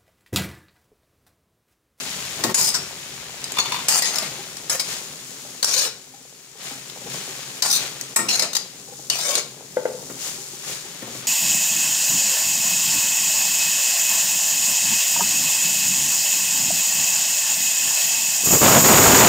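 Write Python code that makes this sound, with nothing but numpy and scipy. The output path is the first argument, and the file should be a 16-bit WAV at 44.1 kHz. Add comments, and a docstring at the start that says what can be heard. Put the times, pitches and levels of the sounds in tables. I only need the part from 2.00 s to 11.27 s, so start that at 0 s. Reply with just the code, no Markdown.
"""A close sizzle comes first: vegetables in an oiled steel wok, built from random steam pops and wet bubbling.
A metal spatula then clacks, scrapes and at times squeals: gritty noise drives the modes of blade and pan.
Turned pieces flop and patter back and the sizzle flares; the spatula clinks and the wok booms and rocks on its stand.
Farthest back lie the stove's low filtered noise and the tail of a small hard kitchen.
Two microphones stand close by, the left one nearer; a peak limiter and a band limit follow."""
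import sys
import numpy as np
from scipy import signal
from scipy.fft import rfft, irfft, next_fast_len
from scipy.io import wavfile
from scipy.ndimage import uniform_filter1d, minimum_filter1d

SR = 44100
rng = np.random.default_rng(int(sys.argv[2]) if len(sys.argv) > 2 else 0)


def wav_out(sig):
    """Save sig, one row per channel (or a flat mono array), as 16-bit PCM at SR to the path in sys.argv[1]."""
    wavfile.write(sys.argv[1], SR, np.round(np.clip(np.atleast_2d(sig).T, -1, 1) * 32767).astype(np.int16))


N = 408807
TIME = np.arange(N) / SR
EDGE_HZ = 15750  # top of the band


def amp(db):
    """Turns decibels into an amplitude factor."""
    return 10 ** (np.asarray(db) / 20)


def unit(x):
    """Scales to rms 1."""
    return x / np.sqrt(np.mean(x ** 2) + 1e-20)


def read(points, hz):
    """Reads a spectrum on a log-frequency axis."""
    f, value = np.transpose(points)
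    return np.interp(np.log(hz + 1), np.log(f + 1), value)


def add(mix, s, sound):
    """Adds a two-channel sound at time s."""
    part = mix[:, max(round(s * SR), 0):][:, :sound.shape[-1]]
    part += sound[..., :part.shape[1]]


def colour(x, points, size=4096):
    """Minimum-phase filter with the shape of a spectrum; white noise keeps its power."""
    log_gain = np.log(amp(read(points, abs(np.fft.fftfreq(size, 1 / SR)))))
    response = np.exp(np.conj(signal.hilbert(log_gain)))
    taps = np.fft.ifft(response).real[:size // 2]
    taps = taps / np.linalg.norm(taps)
    return signal.oaconvolve(x, taps[None], axes=1)[:, :x.shape[1]]


def resonate(x, hz, width):
    """A fixed or gliding resonance; white noise keeps its power."""
    turn = np.exp(2j * np.pi * np.cumsum(hz * np.ones(x.shape[1])) / SR)
    r = np.exp(-np.pi * width / SR)
    # shift the resonance down to 0 Hz, smooth there, shift back
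    smooth = signal.lfilter([np.sqrt(2 * (1 - r * r))], [1, -r], x / turn)
    return (turn * smooth).real


def body(x, modes):
    """Drives a set of resonances side by side."""
    return sum(amp(db) * resonate(x, hz, width) for hz, width, db in modes)


def pops(n, per_s, spread_db):
    """Random impulses, exponentially spread in dB, reaching two microphones with unlike strength."""
    size = amp(spread_db * np.minimum(rng.exponential(1, n), 4.5))
    size = size * (rng.random(n) < per_s / SR)
    return unit(size * rng.standard_normal((2, n)))


def burst(fade_s, rise_s, size=16384):
    """A rattle of tiny contacts: noise that swells fast and dies away."""
    t = np.arange(size) / SR
    return rng.standard_normal((2, size)) * np.exp(-t / fade_s) * (1 - np.exp(-t / rise_s))


def ring(modes, rise_s, size=16384):
    """One blow on a body: decaying modes, a quarter cycle apart in the two channels."""
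    t = np.arange(size) / SR
    waves = sum(amp(db - 60 * t / t60) * np.exp(2j * np.pi * hz * t) for hz, db, t60 in modes)
    return np.array([waves.imag, waves.real]) * (1 - np.exp(-t / rise_s))


def steel(x, ring_s, share, count=60, span_hz=(2200, EDGE_HZ), size=2048):
    """The crowded modes of thin steel: a short ring, drawn anew for each place of contact."""
    t = np.arange(size) / SR
    hz = np.interp(np.arange(count) + rng.random(count), [0, count], span_hz)
    height = rng.standard_normal((count, 1))
    turn = rng.random((count, 1)) + rng.random((2, count, 1)) / 2  # phase in cycles, unlike at left and right
    waves = height * np.sin(2 * np.pi * (hz[:, None] * t + turn))
    tail = waves.sum(1) * np.exp(-t / ring_s)
    tail *= share / np.linalg.norm(tail, axis=1, keepdims=True)
    tail[:, 0] += 1  # the contact itself
    return signal.oaconvolve(x, tail, axes=1)[:, :x.shape[1]] / np.hypot(1, share)


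# Steady frying, sinking while the food lies off the hot centre; relative levels
# t/s, steam hiss level/dB, wet bubbling level/dB, patter of pieces level/dB
STEADY_FRYING = [(0.0, -34.5, -36, -44.5), (0.8, -38, -38, -41), (0.93, -40, -41.5, -46.5),
                 (1.35, -41.5, -42, -47.5), (1.7, -37, -34, -42), (2.6, -40.5, -44.5, -45.5),
                 (3.6, -41, -47.5, -49), (4.08, -48, -55, -53.5), (4.55, -48.5, -54.5, -57),
                 (5.12, -40.5, -44.5, -42), (5.4, -38.5, -41, -46.5), (6.1, -41.5, -45, -44.5),
                 (6.7, -44.5, -50, -49), (7.05, -41.5, -57, -47), (7.6, -45.5, -53.5, -48),
                 (8.05, -40.5, -55, -43.5), (8.5, -39, -48.5, -49), (9.27, -42, -41.5, -46.5)]
# Turned food falling back on hot steel; relative levels
# t of the height/s, hiss level/dB, bubbling level/dB, fade/s
FLARES = [(2.25, -39, -37.5, 0.16), (2.93, -32.5, -35, 0.096), (4.681, -37, -39, 0.15),
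          (5.16, -35.5, -37.5, 0.19), (5.83, -34, -33.5, 0.085), (8.272, -31, -38, 0.099),
          (8.72, -33, -36, 0.079), (9.18, -39, -52, .06)]
FLARE_RISE_S, FLARE_PATTER_DB = 0.081, -8.5  # how fast a flare swells; its patter relative to its bubbling


def frying():
    """Gains of hiss, bubbling and patter: steady frying plus the power of flares that swell and die away."""
    s, *columns = np.transpose(STEADY_FRYING)
    power = amp([np.interp(TIME, s, c) for c in columns]) ** 2
    for top_s, hiss_db, wet_db, fade_s in FLARES:
        t = TIME - top_s
        shape = np.exp(-np.where(t < 0, (t / FLARE_RISE_S) ** 2, t / fade_s))
        height = amp([hiss_db, wet_db, wet_db + FLARE_PATTER_DB])
        power = power + np.outer(height, shape) ** 2
    return np.sqrt(power)


# Spectrum of the fine steam: f/Hz, relative level/dB
STEAM_SPECTRUM = [(1470, -16.5), (2500, -13.5), (3690, -7.5), (4620, -4), (6860, -0.5), (9580, -8),
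                  (14600, -14)]
# Spectrum of the wet bubbling: f/Hz, relative level/dB
BUBBLING_SPECTRUM = [(50, -47), (300, -19), (600, -4), (1200, -3), (2500, -1), (4000, -2), (6000, -7.5),
                     (10000, -68)]


def sizzle(hiss_gain, wet_gain):
    """Water bursts out of the hot oil: fine steam pops over coarser bubbling."""
    fizz = unit(pops(N, per_s=7000, spread_db=2.5) + 0.76 * rng.standard_normal((2, N)))
    hiss = colour(fizz, STEAM_SPECTRUM) + 0.2 * resonate(fizz, 6840, width=340)
    wet = colour(pops(N, per_s=5000, spread_db=-2.0), BUBBLING_SPECTRUM)
    return unit(hiss) * hiss_gain + wet * wet_gain


# The spatula pushed along the pan; relative levels
# start t/s, end t/s, hardest push t/s, blade friction level there/dB, swell towards it/dB,
# brightness/(dB per octave), blade resonance f/Hz, pan level halfway/dB, its growth over the stroke/dB,
# first pan resonance f/Hz
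STROKES = [(0.546, 0.693, 0.68, -23.5, -4.5, 3, 4800, -37.5, -12, 1100),
           (0.739, 0.769, 0.757, -27.5, 14, 1.5, 4360, -34.5, -3, 1480),
           (1.891, 1.992, 1.96, -22, 3, 2, 4400, -31.5, -4, 920),
           (2.025, 2.269, 2.036, -25.5, 10.5, 0.5, 4080, -37.5, 1, 970),
           (2.699, 2.759, 2.74, -27.5, 10, 5.5, 4240, -33.5, 5, 650),
           (3.635, 3.868, 3.785, -22, 8, 1, 4000, -37, 10.5, 800),
           (5.628, 5.705, 5.68, -26.5, 8, 3, 4230, -32, -15, 930),
           (5.7, 5.767, 5.725, -19.5, 8, 4, 3840, -40, -2, 1450),
           (6.285, 6.448, 6.31, -22.5, 7, -2, 4220, -34.5, 10.5, 840),
           (7.107, 7.395, 7.29, -25.5, 5.5, 1, 4000, -36.5, 7.5, 840)]
# Spectrum of the steel blade: f/Hz, relative level/dB
BLADE_SPECTRUM = [(1180, -49), (2000, -3), (3650, -0.5), (4200, 5.5), (5930, 3), (6700, 6.5), (10800, -6.5),
                  (15000, -12)]
# Spectrum of the pan's answer: f/Hz, relative level/dB
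PAN_SPECTRUM = [(90, -47), (150, 2.5), (350, -3.5), (550, 5), (1000, 5), (2400, 3.5), (4000, -7),
                (8000, -21.5)]
# The blade's own ring under friction: f/Hz, relative level/dB
EDGE_MODES = [(5050, 6), (6230, -6), (6850, 4), (8820, 1)]
BLADE_HZ = 4200  # blade resonance at which its spectrum stays unshifted
PUSH_S, TOUCH_S, LIFT_S = 0.11, 0.00063, .014  # half width of the push; the blade takes hold; it leaves the pan
PLACE_S = .04  # time between neighbouring places of contact
WALL_SINK_OCTAVES_PER_S = 3.1  # the pan's resonance sinks as the blade slides from the wall to the bottom


def scrape(start, end, push_s, blade_db, swell_db, tilt_db, blade_hz, pan_db, growth_db, wall_hz):
    """The edge sticks and slips in gritty clusters; blade and pan ring anew at each place that it passes."""
    t = np.arange(start, end + LIFT_S * np.log(100), 1 / SR)
    contact = np.minimum((t - start) / TOUCH_S, 1) * np.exp(-np.maximum(t - end, 0) / LIFT_S)
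    push = np.exp(-((t - push_s) / PUSH_S) ** 2)
    way = np.minimum((t - start) / (end - start), 1)
    judder = amp(2.1 * unit(uniform_filter1d(rng.standard_normal(len(t)), size=160)))
    slips = pops(len(t), per_s=3600, spread_db=2.0) * judder

    # crossfade at equal power from each place of contact to the next
    place = (t - start) / PLACE_S
    touches = [slips * np.sqrt(np.maximum(1 - abs(place - k), 0)) for k in range(int(place[-1]) + 2)]

    edge = sum(steel(x, ring_s=0.0031, share=10.0, count=52) for x in touches)
    tilted = [(hz * blade_hz / BLADE_HZ, db + tilt_db * np.log2(hz)) for hz, db in BLADE_SPECTRUM]
    singing = sum(amp(db) * resonate(slips, hz, width=91) for hz, db in EDGE_MODES)
    blade = unit(unit(colour(edge, tilted)) + 0.33 * unit(singing))

    wall = sum(steel(x, ring_s=0.021, share=0.43, count=14, span_hz=(900, 2600)) for x in touches)
    pan_hz = wall_hz * 2 ** (-WALL_SINK_OCTAVES_PER_S * (t - start))
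    pan = unit(colour(wall, PAN_SPECTRUM) + resonate(slips, pan_hz, width=106))

    blade_gain = amp(blade_db - swell_db * (1 - push))
    pan_gain = amp(pan_db + growth_db * (way - .5))
    return start, contact * (blade * blade_gain + pan * pan_gain)


# The sliding edge catches and one resonance sings, high in the blade or low in the bowl
# start t/s, end t/s, relative level/dB, first f/Hz, last f/Hz
SQUEALS = [(0.667, 0.704, -29.5, 5060, 5070), (0.744, 0.753, -23, 5600, 5360),
           (2.018, 2.062, -34, 1950, 1890), (3.714, 3.745, -40, 3970, 4330), (3.755, 3.791, -37, 460, 603),
           (6.369, 6.475, -41, 420, 694), (7.098, 7.132, -31, 2870, 2990), (7.271, 7.341, -31, 517, 604),
           (7.876, 7.915, -34, 473, 387)]
SQUEAL_RISE_S, SQUEAL_FADE_S = 0.00086, 0.012
SQUEAL_WIDTH_HZ = 54  # for a first pitch of 1 kHz; grows with the root of that pitch


def squeal(start, end, db, first_hz, last_hz):
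    """Friction feeds one narrow resonance, which glides as the point of contact moves."""
    t = np.arange(0, end - start + SQUEAL_FADE_S * np.log(100), 1 / SR)
    release = np.exp(-np.maximum(t - (end - start), 0) / SQUEAL_FADE_S)
    grip = (1 - np.exp(-t / SQUEAL_RISE_S)) * release
    hz = np.interp(t, [0, end - start], [first_hz, last_hz])
    width = SQUEAL_WIDTH_HZ * np.sqrt(first_hz / 1000)
    friction = rng.standard_normal((2, len(t)))
    tone = resonate(resonate(friction, hz, width), hz, 10 * width)
    return start, amp(db) * grip * np.array([unit(x) for x in tone])


# The blade hits the pan: t/s, relative level/dB, strongest resonance f/Hz, chatter decay/s
CLACKS = [(0.437, -8.5, 4760, 0.0056), (0.5425, -1, 6960, 0.011), (0.677, -16.5, 5050, 0.0096),
          (0.7437, -16.5, 5500, 0.0041), (1.4414, -14.5, 4900, 0.0019), (1.52, -14, 6300, 0.0011),
          (1.883, -4.5, 7490, 0.0096), (2.0215, -8, 5200, 0.0033), (2.156, -15.5, 5460, 0.0063),
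          (2.1837, -11.5, 5200, 0.004), (2.569, -20, 5500, 0.0018), (2.6958, -12.5, 5400, 0.0094),
          (2.795, -13.5, 5140, 0.013), (3.6271, -3.5, 4530, 0.0079), (3.644, -1.5, 6000, 0.0041),
          (3.7407, -7.5, 4370, 0.0012), (3.82, -11, 4300, 0.0035), (4.8986, -24, 3570, 0.0016),
          (5.6214, -3.5, 4600, 0.0091), (6.011, -14, 6600, 0.0015), (6.16, -4, 8100, 0.011),
          (6.286, -17.5, 5600, 0.011), (6.3942, -4.5, 5130, 0.0043), (6.422, -14, 5400, 0.0047),
          (6.532, -16, 4630, 0.0038), (6.55, -12.5, 4570, 0.0076), (6.566, -9.5, 4800, 0.0049),
          (7.099, -4.5, 4370, 0.0034), (7.3527, -7, 4300, 0.0048)]
BLADE_MID_HZ = 5200  # strongest resonance at which the blade's spectrum stays unshifted


def clacks():
    """The blade chatters as it lands flat; its corner gives only a tick."""
    out = np.zeros((2, N))
    for s, db, hz, chatter_s in CLACKS:
        blow = steel(burst(chatter_s, rise_s=chatter_s * 0.15), ring_s=0.0046, share=0.64)
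        width = 160 + 0.49 / chatter_s  # a brief touch hardly sets one resonance going
        # a stiffer spot shifts the whole ring upwards
        shift = np.sqrt(hz / BLADE_MID_HZ)
        edge = [(f * shift, level) for f, level in BLADE_SPECTRUM]
        blade = colour(blow, edge) + 0.55 * resonate(blow, hz, width)
        add(out, s, amp(db - 4.5) * (blade + 0.32 * colour(blow, PAN_SPECTRUM)))
    return out


# The free blade bounces, and twists when its corner lands
# t/s, relative level/dB, twisting modes' relative level/dB
CLINKS = [(1.569, -5.5, -12), (1.585, 2.5, 2), (1.597, -9.5, 17), (1.656, -6.5, -9), (1.72, -3, -1),
          (1.742, -7.5, 2), (1.761, -9, -7), (1.789, -12, -4)]
# Bending modes of the free blade: f/Hz, width/Hz, relative level/dB
BENDING = [(1036, 130, 3.5), (2460, 820, -0.5), (3524, 55, -0.5)]
# Twisting modes of the free blade: f/Hz, width/Hz, relative level/dB
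TWISTING = [(4400, 55, -1), (5620, 80, -9), (6670, 33, -7.5)]


def clinks():
    """The loose spatula chatters on the pan and rings in bending and twisting modes."""
    out = np.zeros((2, N))
    for s, db, twist_db in CLINKS:
        contact = burst(fade_s=0.0063, rise_s=0.0011)
        modes = body(contact, BENDING) + amp(twist_db) * body(contact, TWISTING)
        add(out, s, amp(db - 20.5) * (modes + 0.043 * colour(contact, BLADE_SPECTRUM)))
    return out


# Dull knocks on the wok through the food
# t/s, relative level/dB, extra damping by the resting blade/(dB per s)
KNOCKS = [(7.769, -10.5, 0), (7.854, -10, 260), (7.926, -35, 0)]
# Boom of the knocked bowl: f/Hz, relative level/dB, t60/s
WOK_MODES = [(507, -9, 0.18), (544, 3.5, 0.027), (878, -17.5, 0.083), (1460, -14.5, 0.028),
             (1543, -19, 0.052), (2020, -16.5, 0.024)]


def knocks():
    """The wok's bowl booms in a few decaying modes and shudders when knocked."""
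    out = np.zeros((2, N))
    for s, db, damping in KNOCKS:
        shudder = resonate(burst(fade_s=0.039, rise_s=0.0033), 390, width=200)
        boom = ring(WOK_MODES, rise_s=0.002) * amp(-damping * TIME[:shudder.shape[1]])
        add(out, s, amp(db + 3.0) * (boom + 0.045 * shudder))
    return out


# The wok rocks on its stand: t/s, relative level/dB, rattle decay/s, rim clang relative level/dB
THUDS = [(0.389, -15.5, 0.032, -21), (.438, -4.5, 0.031, -13), (.493, -8.5, 0.022, -12),
         (6.162, -16.5, 0.057, 7), (6.189, -18.5, 0.1, 3), (8.097, -16.5, 0.025, -18),
         (9.022, -14.5, 0.014, -16), (9.068, -20, 0.036, -24), (9.149, -15, 0.0095, -35)]
# Spectrum of the stand's rattle: f/Hz, relative level/dB
STAND_SPECTRUM = [(60, -37), (115, -3), (170, 4), (270, -0.5), (500, -6.5), (2500, -25)]
# The wok's low hum: f/Hz, width/Hz, relative level/dB
BOWL_MODES = [(135.4, 11.6, -5.5), (258.5, 7.5, -15), (378.4, 25, -12.5), (520, 14, -15)]
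# Clang of the rim: f/Hz, relative level/dB, t60/s
RIM_MODES = [(907, 1.5, 0.18), (1090, 1, 0.15), (1267, -4, 0.35), (1370, -0.5, 0.11), (1852, 7, 0.075)]


def thuds():
    """Shoved, the wok rattles on its stand, its bowl hums and its rim clangs."""
    out = np.zeros((2, N))
    for s, db, rattle_s, clang_db in THUDS:
        contact = burst(rattle_s, rise_s=0.0018)
        rattle = 0.93 * colour(contact, STAND_SPECTRUM) + 0.62 * body(contact, BOWL_MODES)
        clang = amp(clang_db) * ring(RIM_MODES, rise_s=0.00029)
        add(out, s, amp(db - 14.5) * (rattle + clang))
    return out


# Soft pieces flop onto the pan: t/s, relative level/dB, pitch f/Hz
FLOPS = [(2.39, -28, 380), (3.448, -32.5, 587), (4.138, -37.5, 790), (4.553, -37.5, 430), (4.715, -29, 264),
         (5.017, -32, 544), (5.06, -29, 485), (5.288, -32, 360), (6.885, -32.5, 476), (6.922, -29.5, 490),
         (6.992, -36, 302), (7.58, -41, 452), (8.383, -30.5, 382), (8.533, -32, 377), (8.667, -35, 374),
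         (8.85, -31, 390)]
# The pan's answer, one mode: f/Hz, relative level/dB, t60/s
FLOP_OVERTONE = (810, -6, 0.055)
FLOP_RING_S, SQUASH_S = 0.049, 0.015  # t60 of the bump; decay as a soft piece settles


def flops():
    """Big pieces land with a hollow, quickly damped bump that also stirs the wok on its stand."""
    out = np.zeros((2, N))
    for s, db, hz in FLOPS:
        bump = ring([(hz, 0, FLOP_RING_S), FLOP_OVERTONE], rise_s=0.0025)
        stir = colour(burst(SQUASH_S, rise_s=0.0013), STAND_SPECTRUM)
        add(out, s, amp(db) * (bump + 0.15 * stir))
    return out


# Spectrum of small falling pieces: f/Hz, relative level/dB
PLOP_SPECTRUM = [(70, -35), (100, -14.5), (135, 9.5), (220, -1.5), (450, -3.5), (700, -16), (1200, -17),
                 (3000, -34)]


def tumble(patter_gain):
    """Small pieces patter on the pan as random impulses and make its bowl hum."""
    drops = pops(N, per_s=1200, spread_db=0.5)
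    sparse = pops(N, per_s=50, spread_db=-5.5)
    bumps = resonate(resonate(sparse, 448, width=91), 810, width=200)
    patter = colour(drops, PLOP_SPECTRUM) + body(drops, BOWL_MODES) + .45 * unit(bumps)
    return unit(patter) * patter_gain


# The stove under the wok: t/s, relative level/dB
STOVE_LEVEL = [(.5, -57), (.9, -60), (2.4, -67), (4.2, -76), (9.27, -71)]
# Spectrum of its rumble: f/Hz, relative level/dB
RUMBLE_SPECTRUM = [(32, -32), (45, -9), (62, 14), (120, 3), (300, -71)]


def stove():
    """The stove rumbles: low filtered noise at a slowly moving level."""
    rumble = colour(rng.standard_normal((2, N)), RUMBLE_SPECTRUM)
    return rumble * amp(np.interp(TIME, *np.transpose(STOVE_LEVEL)))


# Decay of the kitchen: f/Hz, t60/s
KITCHEN_DECAY = [(150, 0.64), (600, 0.36), (3000, 0.46), (12000, 0.21)]


def kitchen(x):
    """A small hard room: a diffuse tail of decaying noise whose treble dies first."""
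    late = np.arange(SR // 2) > .005 * SR
    hz, t, z = signal.stft(rng.standard_normal((2, SR // 2)) * late, SR, nperseg=256)
    decay = amp(-60 * t / read(KITCHEN_DECAY, hz)[:, None])
    tail = signal.istft(z * decay, SR, nperseg=256)[1]
    return signal.oaconvolve(x, tail / np.linalg.norm(tail[0]), axes=1)[:, :N]


# Likeness of the two microphones: f/Hz, left-right coherence
LIKENESS = [(250, 0.97), (500, 0.86), (1000, 0.39), (2000, 0.31), (12000, 0.17)]
# Phase by which the left microphone leads: f/Hz, lead/rad
LEFT_LEAD = [(500, 0.095), (1400, 0.18), (2500, 1.9), (7000, 1.43), (12000, 2.1)]
# Level difference of the microphones: f/Hz, left minus right level/dB
LEFT_LEAN = [(150, 2.5), (300, 3.5), (1000, 3.5), (3000, 3.5), (5500, 7), (7000, 8), (9000, -3.5),
             (13000, 3.5)]


def microphones(x):
    """Two microphones hear the bass alike and the treble differently; the left one is nearer."""
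    size = next_fast_len(N + SR // 10)
    hz = np.fft.rfftfreq(size, 1 / SR)
    a, b = rfft(x, size)
    same = np.clip(read(LIKENESS, hz), 0, .995)
    far = amp(-read(LEFT_LEAN, hz))
    shared = far * same * np.exp(-1j * read(LEFT_LEAD, hz))
    own = far * np.sqrt(1 - same ** 2)
    centre = np.hypot(abs(1 + shared), own) / 2  # level of the left-right mean, divided out
    return irfft(np.array([a, shared * a + own * b]) / centre, size)[:, :N]


def scene():
    """Spatula, wok and flops sound into the kitchen, over frying, patter and stove."""
    metal = clacks() + clinks() + knocks() + thuds() + flops()
    for row in STROKES:
        add(metal, *scrape(*row))
    for row in SQUEALS:
        add(metal, *squeal(*row))
    low_cut = signal.butter(3, 95, "high", fs=SR, output="sos")
    metal = signal.sosfilt(low_cut, metal)
    hiss_gain, wet_gain, patter_gain = frying()
    food = sizzle(hiss_gain, wet_gain) + tumble(patter_gain)
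    return microphones(metal + amp(-8.5) * kitchen(metal) + food + stove())


LIMIT_DB, LOOK_AHEAD_S, RECOVER_DB_PER_S = -1, 0.017, 500  # the recorder's peak limiter


def record(dry):
    """A limiter ducks just ahead of the hardest blows and recovers quickly; then the band limit."""
    size = 2 * int(LOOK_AHEAD_S * SR / 2) + 1
    over_db = np.maximum(20 * np.log10(abs(dry).max(0) + 1e-9) - LIMIT_DB, 0)
    recovery_db = RECOVER_DB_PER_S * TIME
    held_db = np.maximum.accumulate(over_db + recovery_db) - recovery_db
    gain_db = uniform_filter1d(minimum_filter1d(-held_db, 2 * size + 1), size)
    limited = dry * amp(gain_db)
    band = signal.firwin(301, EDGE_HZ, window=("kaiser", 8), fs=SR)
    return signal.oaconvolve(limited, band[None], "same")


dry = scene()
out = record(dry)
wav_out(out)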